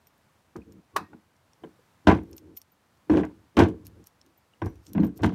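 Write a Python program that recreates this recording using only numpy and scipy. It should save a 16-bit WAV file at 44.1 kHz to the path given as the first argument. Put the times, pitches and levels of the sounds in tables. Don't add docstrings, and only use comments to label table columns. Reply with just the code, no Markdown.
import sys
import numpy as np
from scipy import signal
from scipy.fft import rfft, irfft, next_fast_len
from scipy.io import wavfile
from scipy.ndimage import uniform_filter1d, map_coordinates

SR = 44100
rng = np.random.default_rng(int(sys.argv[2]) if len(sys.argv) > 2 else 0)


def rack_gain(trim_db):
    fader = np.asarray(trim_db, float)
    return 10 ** (fader / 20)


def master(y):
    cut = np.clip(np.atleast_2d(y).T, -1, 1)
    pcm = np.round(cut * 32767)
    wavfile.write(sys.argv[1], SR, pcm.astype(np.int16))


N = 235561

# pitch in Hz, level in dB.
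AIR_COLOUR = [(15, -65), (25, -28), (76, -3.5), (213, -8.5), (398, -14.5), (973, -13), (2730, -23.5),
              (16300, -35.5)]
# start in seconds, level in dB.
RING_STARTS = [(0.0697, -51.5), (0.566, -61), (0.7248, -61), (2.3675, -42), (2.3814, -56), (2.5713, -31.5),
               (2.7187, -55.5), (3.8774, -65), (4.376, -55), (4.6977, -61), (5.027, -57), (5.0459, -44),
               (5.0674, -51), (5.1622, -63)]
# start in seconds, level
# in dB, pitch in Hz, time to fall 60 dB in seconds.
PINGS = [(.557, -41, 1230, .045), (.618, -51, 2500, .028), (1.029, -57.5, 1865, .28),
         (1.131, -46, 1440, .04), (1.132, -48, 810, .06), (1.637, -45.5, 3060, .027),
         (1.64, -54, 3500, .022), (1.79, -52, 494, .059), (2.617, -58, 8800, .041),
         (3.098, -49, 5540, .04), (3.099, -48, 4250, .045), (3.234, -36.5, 1980, .03),
         (4.07, -65.5, 5700, .085), (4.211, -58, 5400, .03), (4.536, -50, 2860, .02),
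         (4.62, -54, 5600, .044), (4.621, -52, 3700, .03), (4.672, -65.5, 5860, .22),
         (4.757, -68, 5860, .06), (4.869, -68, 5860, .37), (5.001, -50.5, 4150, .04),
         (5.002, -58, 6200, .036), (5.07, -63, 8570, .07)]
# pitch in Hz, level in dB.
RAP_COLOUR = [(240, -62.5), (400, -10.5), (779, -18), (1110, -1), (2070, -24), (2460, -20), (3000, -27),
              (16300, -39.5)]
# pitch in Hz, width in Hz, level in dB.
SHELL_RING = [(725, 19, 2.5), (940, 260, 3), (1250, 220, 2.5), (1684, 310, -6), (2600, 110, -7),
              (3760, 770, -19), (6100, 2100, -33.5)]
# start in seconds, click level in dB, bright part in dB above the click.
FITTING_TICKS = [(0.0702, -45, -27), (0.18, -64, -1), (0.5637, -37.5, -34), (0.722, -46, -34),
                 (1.365, -58, -24), (1.5334, -49.5, -30.5), (2.234, -55.5, -5.5), (2.3131, -59, 7.5),
                 (2.3303, -39, -23), (2.3652, -47.5, -1), (2.3803, -34, -19), (2.5674, -48, 5),
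                 (2.5713, -35, -7), (2.5761, -43, -7), (2.6162, -40, -9), (2.9727, -56, -21.5),
                 (3.2512, -43, -13.5), (3.8676, -35.5, -5), (3.8784, -51.5, -2.5), (4.0409, -50.5, -8.5),
                 (4.0705, -39.5, -2.5), (4.214, -44.5, -29.5), (4.263, -49.5, -16), (4.6595, -40.5, -8),
                 (4.756, -54, -10), (4.8664, -33, -33.5), (4.9331, -36.5, -3.5), (5.045, -47, -23),
                 (5.0669, -44, -12), (5.1764, -43, -2)]
# start in seconds, end in seconds, level in dB.
FITTING_CHATTER = [
    (2.227, 2.344, -68.5),
    (2.356, 2.41, -60),
    (2.527, 2.636, -60.5),
    (3.847, 3.866, -47.5),
    (4.051, 4.084, -54),
    (4.63, 4.701, -57),
    (4.81, 4.935, -56.5),
    (5.153, 5.197, -50),
    (5.219, 5.223, -38.5),
]
# pitch in Hz, width in Hz, level in dB.
DULL_CLICK = [(2870, 1350, -13), (4450, 540, -7.5), (5500, 380, -1.5), (6940, 1000, -8), (8770, 220, -5.5)]
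# pitch in Hz, width in Hz, level in dB.
BRIGHT_CLICK = [(12250, 1600, 4.5), (13300, 1400, -5), (15200, 1500, -13)]
# start in seconds, snap level in dB, grit and fizz in dB above the snap.
CRUST_BREAKS = [(0.557, -46, -36, -27), (1.13, -52, -41.5, -39), (1.635, -44, -23.5, -23.5),
                (2.07, -12, -10.5, -26.5), (2.084, -14, -23.5, -45), (2.097, -18, -21.5, -44),
                (2.113, -24.5, -11.5, -27), (2.149, -39.5, -7, -20), (3.096, -30.5, -28.5, -36),
                (3.114, -33.5, -11, -25), (3.148, -36, -18, -29), (3.171, -26, -12, -23),
                (3.185, -32.5, -25, -44), (3.233, -30.5, -23, -50), (3.568, -17, -15, -26),
                (3.578, -17, -22, -32), (3.589, -14.5, -13, -24), (3.602, -16.5, -15, -32),
                (3.62, -21.5, -18, -37), (3.634, -25.5, -10, -27), (3.681, -49, -3.5, -10),
                (4.617, -30, -27.5, -37), (4.663, -40.5, -20, -20), (4.949, -34.5, -26.5, -39.5),
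                (4.978, -32, -29, -43), (5.019, -41, -29, -37), (5.032, -36, -14, -33),
                (5.233, -23, -7.5, -19.5), (5.243, -23.5, -28, -43), (5.292, -38.5, -9, -34)]
# start in seconds, snap level in dB.
CRUST_NICKS = [(2.079, -20), (2.105, -34), (2.126, -41), (2.137, -49), (2.165, -37), (2.185, -48),
               (3.131, -31), (3.261, -67), (4.639, -50), (4.998, -45), (5.045, -42), (5.065, -56),
               (5.19, -44.5), (5.205, -48), (5.226, -36), (5.259, -28.5), (5.321, -40.5)]
# pitch in Hz, width in Hz, level in dB.
CRUST_BODY = [(671, 150, 2), (994, 146, 0.5), (1136, 67, -2), (1572, 200, -5), (2090, 250, -10),
              (2530, 700, -15)]
# pitch in Hz, level in dB.
GRIT_COLOUR = [(1760, -27), (3000, -1), (4880, -14.5), (6180, -15), (7000, -29.5), (9100, -43),
               (15400, -120)]
# pitch in Hz, level in dB.
FIZZ_COLOUR = [(4120, -32.5), (7000, -5.5), (10600, -10), (14300, -15.5), (16300, -23.5)]
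# start in seconds, thud level in dB, time the weight is held in seconds,
# boot bounce and ground push in dB above the thud.
STEPS = [(0.555, -38, 0.0047, -1.5, -1.5), (0.961, -46, 0.054, -2.5, -5.5), (1.131, -50, 0.01, 0.5, -11.5),
         (1.636, -41, 0.002, -6.5, -25), (2.07, -9.5, 0.005, -4, -4), (3.097, -17.5, 0.083, -5.5, -12.5),
         (3.57, -13.5, 0.048, -5, -8), (4.619, -32, 0.033, -6, 4.5), (4.949, -33, 0.047, 8, -8),
         (4.995, -25.5, 0.044, 2, -10), (5.232, -21.5, 0.017, 3.5, -0.5), (5.325, -53, .02, 20, 3)]
# middle in seconds, length in seconds, thud level in dB,
# boot bounce and ground push in dB above the thud.
WEIGHT_SHIFTS = [(.685, 0.075, -52.5, -3.5, -4), (0.759, 0.12, -55, 2, -6), (.945, .04, -59, -3, 7),
                 (1.11, .06, -57, -5, -12), (1.62, 0.035, -59, 2, -2.5), (2.328, 0.097, -49, -20, -8),
                 (2.472, 0.2, -51, -10, -7), (3.399, 0.15, -72.5, 0.5, 8.5), (3.858, 0.29, -61, -0.5, 7.5),
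                 (3.993, 0.091, -53.5, -5.5, 1), (4.27, 0.1, -63.5, -12, -22.5),
                 (4.78, .14, -66.5, -6.5, 12), (4.911, 0.11, -51.5, 1, 5.5), (5.171, 0.053, -52, -4, 1),
                 (5.215, 0.058, -38.5, -8, 8)]
# pitch in Hz, width in Hz, level in dB.
SNOW_HOLLOW = [(313.4, 44, 7.5), (439.6, 74, -1.5), (435.8, 31, 1), (555, 77, -14)]
# pitch in Hz, width in Hz, level in dB.
BOOT_BOUNCE = [(183.2, 47, 3.5), (235.5, 95, -1)]
# pitch in Hz, width in Hz, level in dB.
GROUND_PUSH = [(68.3, 29, -3), (100, 33, -1.5)]


def unit(x):
    return x / np.sqrt(np.mean(x ** 2) + 1e-20)


def filtered(x, response):
    m = next_fast_len(N + SR // 2)
    return irfft(rfft(x, m) * response(np.fft.rfftfreq(m, 1 / SR)), m)[:N]


def colour(points):
    points_hz, db = np.transpose(points)
    return lambda f: rack_gain(np.interp(np.log(f + 1), np.log(points_hz), db))


def hollow(modes):
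    def response(f):
        total = 0
        for k, (hz, width, db) in enumerate(modes):
            push = 1j * f * width
            total = total + (-1) ** k * rack_gain(db) * push / (hz * hz - f * f + push)
        return total
    return response


def grains(per_s, spread_db, bed):
    snap = rng.random(N) < per_s / SR
    size = rng.standard_normal(N) * rack_gain(spread_db * np.minimum(rng.exponential(size=N), 3))
    return unit(snap * size) + bed * rng.standard_normal(N)


def driven(drive, level, response):
    gain = np.sqrt(np.mean(np.abs(response(np.linspace(0, SR / 2, 20000))) ** 2))
    return filtered(level * drive, response) / (gain * np.std(drive))


def night_air():
    swell_db = 0.8 * map_coordinates(rng.standard_normal(40), [np.arange(N) * 3 / SR])
    return rack_gain(-66 + swell_db) * unit(filtered(rng.standard_normal(N), colour(AIR_COLOUR)))


def ring(modes, t, attack):
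    sines = sum(rack_gain(db - 60 * t / t60) * np.sin(2 * np.pi * hz * t) for hz, db, t60 in modes)
    return sines * (1 - np.exp(-t / attack))


def rings():
    t, out = np.arange(SR // 4) / SR, np.zeros(N + SR)
    for s, db in RING_STARTS:
        partials = [(14160, db, 0.047), (13140, db - 20, 0.035)]
        out[round(s * SR):][:len(t)] += ring(partials, t, attack=0.0005)
    for s, db, hz, t60 in PINGS:
        out[round(s * SR):][:len(t)] += ring([(hz, db, t60)], t, attack=0.00071)
    return out[:N]


def knock():
    t = np.maximum(np.arange(N) / SR - 0.961, 0)
    rise = (1 - np.exp(-t / 0.00276)) ** 3
    fall = rack_gain(-60 * t / 0.022) + rack_gain(-17 - 60 * t / 0.07)
    blow = driven(rng.standard_normal(N), rise * fall * rack_gain(-2.0), colour(RAP_COLOUR))
    shell = driven(rng.standard_normal(N), rise * rack_gain(-31.5 - 60 * t / 0.2), hollow(SHELL_RING))
    return blow + shell


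def fitting():
    t, dull, bright = np.arange(900) / SR, np.zeros(N + SR), np.zeros(N + SR)
    fall = rack_gain(7.0 - 60 * t / 0.0058) + rack_gain(-8.0 - 60 * t / 0.048)
    scrapes = rng.standard_normal((len(FITTING_TICKS), 2, 900))
    for (s, db, bright_db), scrape in zip(FITTING_TICKS, scrapes):
        dull[round(s * SR):][:900] += rack_gain(db) * fall * scrape[0]
        bright[round(s * SR):][:900] += rack_gain(db + bright_db) * fall * scrape[1]
    shake = grains(per_s=330, spread_db=-1.0, bed=1.0)
    for start, end, db in FITTING_CHATTER:
        a, b = round(start * SR), round(end * SR)
        rattle = np.hanning(b - a) * shake[a:b]
        dull[a:b] += rack_gain(db) * rattle
        bright[a:b] += rack_gain(db - 11) * rattle
    return filtered(dull[:N], hollow(DULL_CLICK)) + filtered(bright[:N], hollow(BRIGHT_CLICK))


def crunch(load):
    crumble_db, crumble_t60 = -8.5, 0.17
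    nick_grit_db, nick_fizz_db = -21.5, -26
    grind_db = np.array([[-21.5], [-41], [-56]])
    grind_grows = 1.2
    lumps_per_s, lumpy_db = 160, 2.5

    t, power = np.arange(SR // 2) / SR, np.zeros((3, N + SR))
    snap = rack_gain(-60 * t / 0.045 - np.array([[0], [3], [6]]))
    crumble = rack_gain(crumble_db - 60 * t / crumble_t60 * np.array([[1], [1.15], [1.3]]))
    rise = (1 - np.exp(-t / 0.0004)) ** 2
    shape = (snap ** 2 + crumble ** 2) * rise
    nicks = [(s, db, nick_grit_db, nick_fizz_db) for s, db in CRUST_NICKS]
    for s, db, grit_db, fizz_db in list(CRUST_BREAKS) + nicks:
        strength = rack_gain(db + np.array([[0], [grit_db], [fizz_db]]))
        power[:, round(s * SR):][:, :len(t)] += strength ** 2 * shape
    power[:, :N] += (rack_gain(grind_db) * load * (10 * load) ** (grind_grows - 1)) ** 2

    knots = rng.standard_normal((3, int(N / SR * lumps_per_s) + 4))
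    place = np.arange(N) * lumps_per_s / SR
    power[:, :N] *= rack_gain([2 * lumpy_db * map_coordinates(k, [place], order=1) for k in knots])

    coarse = grains(per_s=700, spread_db=-1, bed=1.0)
    fine = grains(per_s=2500, spread_db=2, bed=0.9)
    first_crack = np.round(np.transpose(CRUST_BREAKS)[0] * SR).astype(int) + 50
    coarse[first_crack] += 8
    crust = hollow(CRUST_BODY)
    dull_crust = lambda f: crust(f) / (1 + (f / 3100) ** 8)
    level = np.sqrt(power[:, :N])
    grit = driven(fine, level[1], colour(GRIT_COLOUR))
    fizz = driven(fine, level[2], colour(FIZZ_COLOUR))
    return driven(coarse, level[0], dull_crust) + grit + fizz


def footfall(t, hold, db):
    after = np.clip(t - hold, 0, None)
    blow_db = -0.5 * np.exp(-np.abs(t) / 0.0087)
    release_db_per_s = 200.5 - 2.9 * db
    down = rack_gain(blow_db - release_db_per_s * after) + rack_gain(-36 - 94.5 * after)
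    brush = (t > -0.025) * rack_gain(-31.5 + 499 * np.minimum(t, 0))
    brush = brush * rack_gain([[0], [0], [13]])
    return np.where(t >= 0, down, brush)


def weight():
    lead = SR // 10
    t, level = np.arange(-lead, SR) / SR, np.zeros((3, N + 2 * SR))
    for s, db, hold, boot_db, push_db in STEPS:
        strength = rack_gain(db + np.array([[0], [boot_db], [push_db]]))
        level[:, round(s * SR) - lead:][:, :len(t)] += strength * footfall(t, hold, db)
    for s, length, db, boot_db, push_db in WEIGHT_SHIFTS:
        strength = rack_gain(db + np.array([[0], [boot_db], [push_db]]))
        swell = np.sin(np.linspace(0, np.pi, round(length * SR)))
        level[:, round((s - length / 2) * SR):][:, :len(swell)] += strength * swell
    return level[:, :N]


def steadied(drive, response, grip):
    ringing = uniform_filter1d(np.abs(filtered(drive, response)), size=900)
    return unit(drive * (np.roll(ringing, -200) / np.mean(ringing) + 0.2) ** -grip)


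def thuds(level):
    pack, sole, deep = hollow(SNOW_HOLLOW), hollow(BOOT_BOUNCE), hollow(GROUND_PUSH)
    muffled = lambda f: pack(f) * 1j * f / (250 + 1j * f) / (1 + 1j * f / 700) ** 2
    bounce = lambda f: sole(f) * 1j * f / (150 + 1j * f) / (1 + 1j * f / 300) ** 2
    firm = lambda f: deep(f) * (1j * f / (50 + 1j * f) / (1 + 1j * f / 160)) ** 2
    lumps = grains(per_s=500, spread_db=-0.5, bed=0.51)
    pressed = steadied(lumps, muffled, grip=1.0)
    heel_lands = [round(row[0] * SR) + 20 for row in STEPS]
    pressed[heel_lands] -= 18
    thud = driven(pressed, level[0], muffled)
    boot = driven(steadied(lumps, bounce, grip=0.32), level[1] * rack_gain(0.5), bounce)
    ground = driven(rng.standard_normal(N), level[2], firm)
    return thud + boot + ground


def scene():
    level = weight()
    gear = rings() + knock() + fitting()
    boots = crunch(level[0]) + thuds(level)
    return (night_air() + gear + boots)[None]


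def low_pass(x):
    return signal.sosfilt(signal.butter(12, 16480, fs=SR, output="sos"), x)


def record(dry):
    band = lambda f: (1j * f / (30 + 1j * f)) ** 2 / (1 + (f / 15900) ** 60)
    heard = filtered(dry[0], band)[None]
    soft = heard / (1 + np.abs(heard / 0.95) ** 4) ** (1 / 4)
    return low_pass(soft)


dry = scene()
out = record(dry)
master(out)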